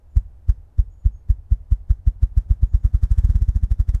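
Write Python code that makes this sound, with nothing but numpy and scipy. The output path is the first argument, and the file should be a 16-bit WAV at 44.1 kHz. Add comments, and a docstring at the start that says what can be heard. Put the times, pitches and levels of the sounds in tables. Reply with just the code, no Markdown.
"""A quiet wood: the air murmurs, a small bird whistles far off, a ruffed grouse drums on a log close by.
Its wingbeats speed up into a roll. Each stroke shoves the air into one deep thump,
with a swish of feathers and a tiny snap as the wings stop; a few strokes also clap.
Nearby trees return faint low echoes and the trunks scatter a short tail."""
import sys
import numpy as np
from scipy import signal
from scipy.fft import rfft, irfft, next_fast_len
from scipy.io import wavfile
from scipy.ndimage import map_coordinates

SR = 44100
rng = np.random.default_rng(int(sys.argv[2]) if len(sys.argv) > 2 else 0)


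def persist_wave(psi):
    """Save psi, clipped to +-1, as 16-bit WAV."""
    counts = np.round(np.clip(psi, -1, 1) * 32767).astype(np.int16)
    wavfile.write(sys.argv[1], SR, np.atleast_2d(counts).T)


N = 176400

# still wood (frequency [Hz], relative density [dB])
AIR_SPECTRUM = [(20, 0), (55, 4.5), (90, -0.5), (140, -24), (220, -24.5), (500, -29), (800, -30),
                (1100, -38), (1550, -42), (2300, -48.5), (4000, -53.5), (14000, -57)]
# far songbird (start [s], length [s], pitch [Hz], level [dB])
SONGBIRD_NOTES = [(.09, 0.069, 6970, -81), (0.893, 0.068, 6760, -76), (0.978, 0.054, 6900, -77),
                  (1.11, .08, 6550, -76.5), (2.657, .085, 6840, -77), (2.793, 0.064, 6720, -78)]
# decay among the trunks (frequency [Hz], T60 [s])
SCATTER_T60 = [(50, .55), (200, .35), (1000, 0.22), (10000, .2)]
# echoes off nearby trees (delay [s], gain [dB])
TREE_PATHS = [(.040, -29.5), (.0852, -25), (.0987, -34), (.14, -38)]
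# wing noises, each (frequency [Hz], relative density [dB])
EDDY_SPECTRUM = [(40, -26), (110, -4), (150, 2), (205, -1), (300, -14), (420, -20), (700, -34), (1500, -66)]
SWISH_SPECTRUM = [(150, -13), (450, 0), (800, -2), (1750, -3.5), (2600, -16), (3600, -13.5), (4400, -17),
                  (5700, -13), (7600, -16.5), (10500, -20.5), (14000, -22)]
SNAP_SPECTRUM = [(300, -25.5), (900, -1.5), (1800, 3), (2700, -5), (4400, -4.5), (5900, 3), (8000, -1.5),
                 (11000, -7), (14000, -7)]
CLAP_SPECTRUM = [(300, -14), (700, -4), (1100, 7), (1750, 3), (2700, -12), (4400, -13), (6200, -3),
                 (8000, -7), (14000, -20)]
# strokes with a dry clap (time [s], level [dB])
WING_CLAPS = [(.1703, -38), (.495, -36), (3.3568, -43), (3.716, -44), (3.8009, -44), (3.8918, -42),
              (3.9473, -41)]
# how hard the grouse works (time [s], relative level [dB])
WING_EFFORT = [(0, -9), (1.1, -13), (2.1, -6), (3.0, -1), (3.3, 1), (3.6, -4), (3.95, -6)]
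# wing turnover, most abrupt at the height of the roll (time [s], Gaussian width [ms])
TURN_WIDTHS = [(0, 2.96), (2.8, 3.3), (3.15, 3.0), (3.3, 1.9), (3.42, 2.9), (3.95, 3.3)]
# strokes (time [s], thump peak [dB], relative swish level [dB], relative snap level [dB])
WINGBEATS = [(0.171,-3.5,-54.5,-61), (0.4954,-4,-53,-60), (0.794,-4,-55.5,-53), (1.061,-4.2,-56.5,-58),
             (1.3031,-4.2,-54.5,-55.5), (1.5224,-4.4,-56,-59), (1.7232,-4.4,-54.5,-55),
             (1.9077,-4.3,-53.5,-53), (2.0764,-3.8,-55.5,-56), (2.2333,-4.1,-53.5,-58),
             (2.3768,-4,-53.5,-48), (2.5104,-4,-54.5,-60), (2.6338,-4,-54.5,-52.5), (2.747,-4,-55,-56),
             (2.8513,-4.3,-52.5,-51), (2.948,-4.8,-54.5,-55.5), (3.0363,-5.5,-51.5,-45.5),
             (3.1162,-5.1,-51.5,-48), (3.1866,-4.9,-51.5,-45.5), (3.2478,-4.7,-53,-48),
             (3.3008,-5.9,-54,-51), (3.3576,-5.9,-55,-48), (3.4218,-6.5,-55,-47), (3.4898,-6.2,-57,-49),
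             (3.5611,-6.8,-54,-50.5), (3.6366,-6.8,-55.5,-48), (3.717,-6.7,-53.5,-49),
             (3.8018,-6,-52.5,-53), (3.8919,-7.5,-52.5,-53), (3.9485,-8,-53.5,-44.5)]

AIR_DB, TOP_HZ = -46.5, 14000
WHISTLE_SAG_HZ_PER_S, WHISTLE_WAVER_HZ = 830, 70
THUMP_WET_DB, FEATHER_WET_DB, BIRD_WET_DB = -28, -18, 1
EDDY_DB, EDDY_DB_PER_EFFORT_DB, EDDY_RISE_S, EDDY_FALL_S = -37, .5, .008, .011
SWISH_TRIM_DB, SWISH_RISE_S, SWISH_FALL_S = 1.8, .0065, .0095
RUFFLE_DB, RUFFLE_RISE_S, RUFFLE_FALL_S = -62.5, .014, .036
FLICK_DB, FLICKS_PER_S = 2.4, 600
SNAP_TRIM_DB, SNAP_LAG_S, SNAP_RISE_S, SNAP_FALL_S = 6, .0009, .00008, .0006
CLAP_FALL_S = .0006
DRIVE_S, BRAKE_S, BRAKE_S_PER_EFFORT_DB = .0066, .00275, .00002
TURN_LEAD_S, TURN_SHARE = .0077, .061
PUFF_DB, PUFF_DB_PER_EFFORT_DB, PUFF_WIDTH_S = -18, .45, .0012  # level relative to the thump
LOW_CUT_HZ, LOW_CUT_Q = 40.54, 1.0

TIME_S = np.arange(N) / SR
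STROKE_TIME_S = np.arange(-SR // 6, SR // 6) / SR  # centred on one stroke


def amp(db):
    """Decibels to gain."""
    return 10 ** (np.asarray(db) / 20)


def at_hz(points, hz):
    """Interpolate a table over log frequency."""
    knots_hz, values = np.transpose(points)
    return np.interp(np.log(hz + 1), np.log(knots_hz + 1), values)


def at_time(points, time_s):
    """Interpolate a table over time."""
    return np.interp(time_s, *np.transpose(points))


def wobble(knots_per_s):
    """Smooth random curve."""
    return map_coordinates(rng.standard_normal(int(N * knots_per_s / SR) + 4), [TIME_S * knots_per_s])


def filtered(x, response):
    """Apply a complex frequency response."""
    size = next_fast_len(N + SR // 2)
    return irfft(rfft(x, size) * response(np.fft.rfftfreq(size, 1 / SR)), size)[:N]


def noise(spectrum):
    """Coloured noise, rms 1."""
    x = filtered(rng.standard_normal(N), lambda hz: amp(at_hz(spectrum, hz)))
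    return x / np.sqrt(np.mean(x ** 2) + 1e-20)


def add_centred(track, time_s, sound):
    """Mix in a sound centred on time_s."""
    index = round(time_s * SR) - len(sound) // 2 + np.arange(len(sound))
    inside = (index >= 0) & (index < N)
    track[index[inside]] += sound[inside]


def swell(rise_s, fall_s):
    """Rounded peak, exponential rise and fall."""
    return np.exp(-np.logaddexp(-STROKE_TIME_S / rise_s, STROKE_TIME_S / fall_s))


def bursts(times_s, levels_db, rise_s, fall_s):
    """Envelope of swells, summed in power."""
    power, shape = np.zeros(N), swell(rise_s, fall_s)
    for time_s, db in zip(times_s, levels_db):
        add_centred(power, time_s, (amp(db) * shape / shape.max()) ** 2)
    return np.sqrt(power)


def air():
    """Low murmur of the wood; the level drifts slightly."""
    return amp(AIR_DB + .8 * wobble(knots_per_s=3.6)) * noise(AIR_SPECTRUM)


def songbird():
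    """Thin, wavering whistles that sag in pitch."""
    out, waver_hz = np.zeros(N), WHISTLE_WAVER_HZ * wobble(knots_per_s=150)
    for start_s, length_s, hz, db in SONGBIRD_NOTES:
        age_s = TIME_S - start_s
        pitch_hz = hz - WHISTLE_SAG_HZ_PER_S * (age_s - length_s / 2) + waver_hz
        envelope = amp(db) * np.sin(np.pi * np.clip(age_s / length_s, 0, 1))
        out += envelope * np.sin(2 * np.pi * np.cumsum(pitch_hz) / SR)
    return out


def trunk_scatter(x):
    """Diffuse tail among the trunks; bass lasts longest."""
    hz, age_s, bins = signal.stft(rng.standard_normal(SR // 2), SR, nperseg=256)
    decay = amp(-60 * age_s / at_hz(SCATTER_T60, hz)[:, None])
    tail = signal.istft(bins * decay, SR, nperseg=256)[1]
    tail *= 1 - np.exp(-np.arange(len(tail)) / SR / .013)  # 13 ms build-up
    return signal.fftconvolve(x, tail / np.linalg.norm(tail))[:N]


def tree_echoes(x):
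    """One delayed copy per nearby tree."""
    return filtered(x, lambda hz: sum(amp(db) * np.exp(-2j * np.pi * hz * delay_s)
                                      for delay_s, db in TREE_PATHS))


def feathers():
    """Air eddies and hisses through the wings, plumage ruffles, wings snap to a stop and at times clap."""
    times_s, _, swish_db, snap_db = np.transpose(WINGBEATS)
    effort_db = at_time(WING_EFFORT, times_s)
    eddy_db = EDDY_DB + EDDY_DB_PER_EFFORT_DB * effort_db
    stops_s = times_s + SNAP_LAG_S
    eddies = noise(EDDY_SPECTRUM) * bursts(times_s, eddy_db, EDDY_RISE_S, EDDY_FALL_S)
    swish = noise(SWISH_SPECTRUM) * bursts(times_s, swish_db + SWISH_TRIM_DB, SWISH_RISE_S, SWISH_FALL_S)
    ruffle = noise(SWISH_SPECTRUM) * bursts(times_s, RUFFLE_DB + effort_db, RUFFLE_RISE_S, RUFFLE_FALL_S)
    snaps = noise(SNAP_SPECTRUM) * bursts(stops_s, snap_db + SNAP_TRIM_DB, SNAP_RISE_S, SNAP_FALL_S)
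    claps = noise(CLAP_SPECTRUM) * bursts(*np.transpose(WING_CLAPS), SNAP_RISE_S, CLAP_FALL_S)
    flicks = amp(FLICK_DB * wobble(FLICKS_PER_S))  # broken up feather by feather
    return eddies + (swish + ruffle) * flicks + snaps + claps


def wing_thumps():
    """Each stroke radiates the rate of change of its push on the air and ends in a brief puff."""
    out, cut_rad_s = np.zeros(N), 2 * np.pi * LOW_CUT_HZ
    low_cut = signal.bilinear([1, 0, 0], [1, cut_rad_s / LOW_CUT_Q, cut_rad_s ** 2], SR)
    for time_s, peak_db, _, _ in WINGBEATS:
        effort_db = at_time(WING_EFFORT, time_s)
        push = swell(DRIVE_S, BRAKE_S - BRAKE_S_PER_EFFORT_DB * effort_db)
        turn_s = at_time(TURN_WIDTHS, time_s) / 1000  # wings turn over just before the stroke
        turn = TURN_SHARE * np.exp(-.5 * ((STROKE_TIME_S + TURN_LEAD_S) / turn_s) ** 2)
        radiated = np.gradient(turn - push)
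        puff_db = PUFF_DB + PUFF_DB_PER_EFFORT_DB * effort_db
        puff = amp(puff_db) * np.exp(-.5 * (STROKE_TIME_S / PUFF_WIDTH_S) ** 2)
        pressure = signal.lfilter(*low_cut, radiated / radiated.max() + puff)
        add_centred(out, time_s, amp(peak_db) * pressure / pressure.max())
    return out


def scene():
    """Wood, songbird and grouse, mono."""
    thumps, rustle, whistles = wing_thumps(), feathers(), songbird()
    send = amp(THUMP_WET_DB) * thumps + amp(FEATHER_WET_DB) * rustle + amp(BIRD_WET_DB) * whistles
    reflections = trunk_scatter(send) + tree_echoes(thumps)
    return (air() + whistles + reflections + rustle + thumps)[None]


def record(dry):
    """Brick-wall low-pass at TOP_HZ."""
    return filtered(dry[0], lambda hz: hz < TOP_HZ)[None]


dry = scene()
out = record(dry)
persist_wave(out)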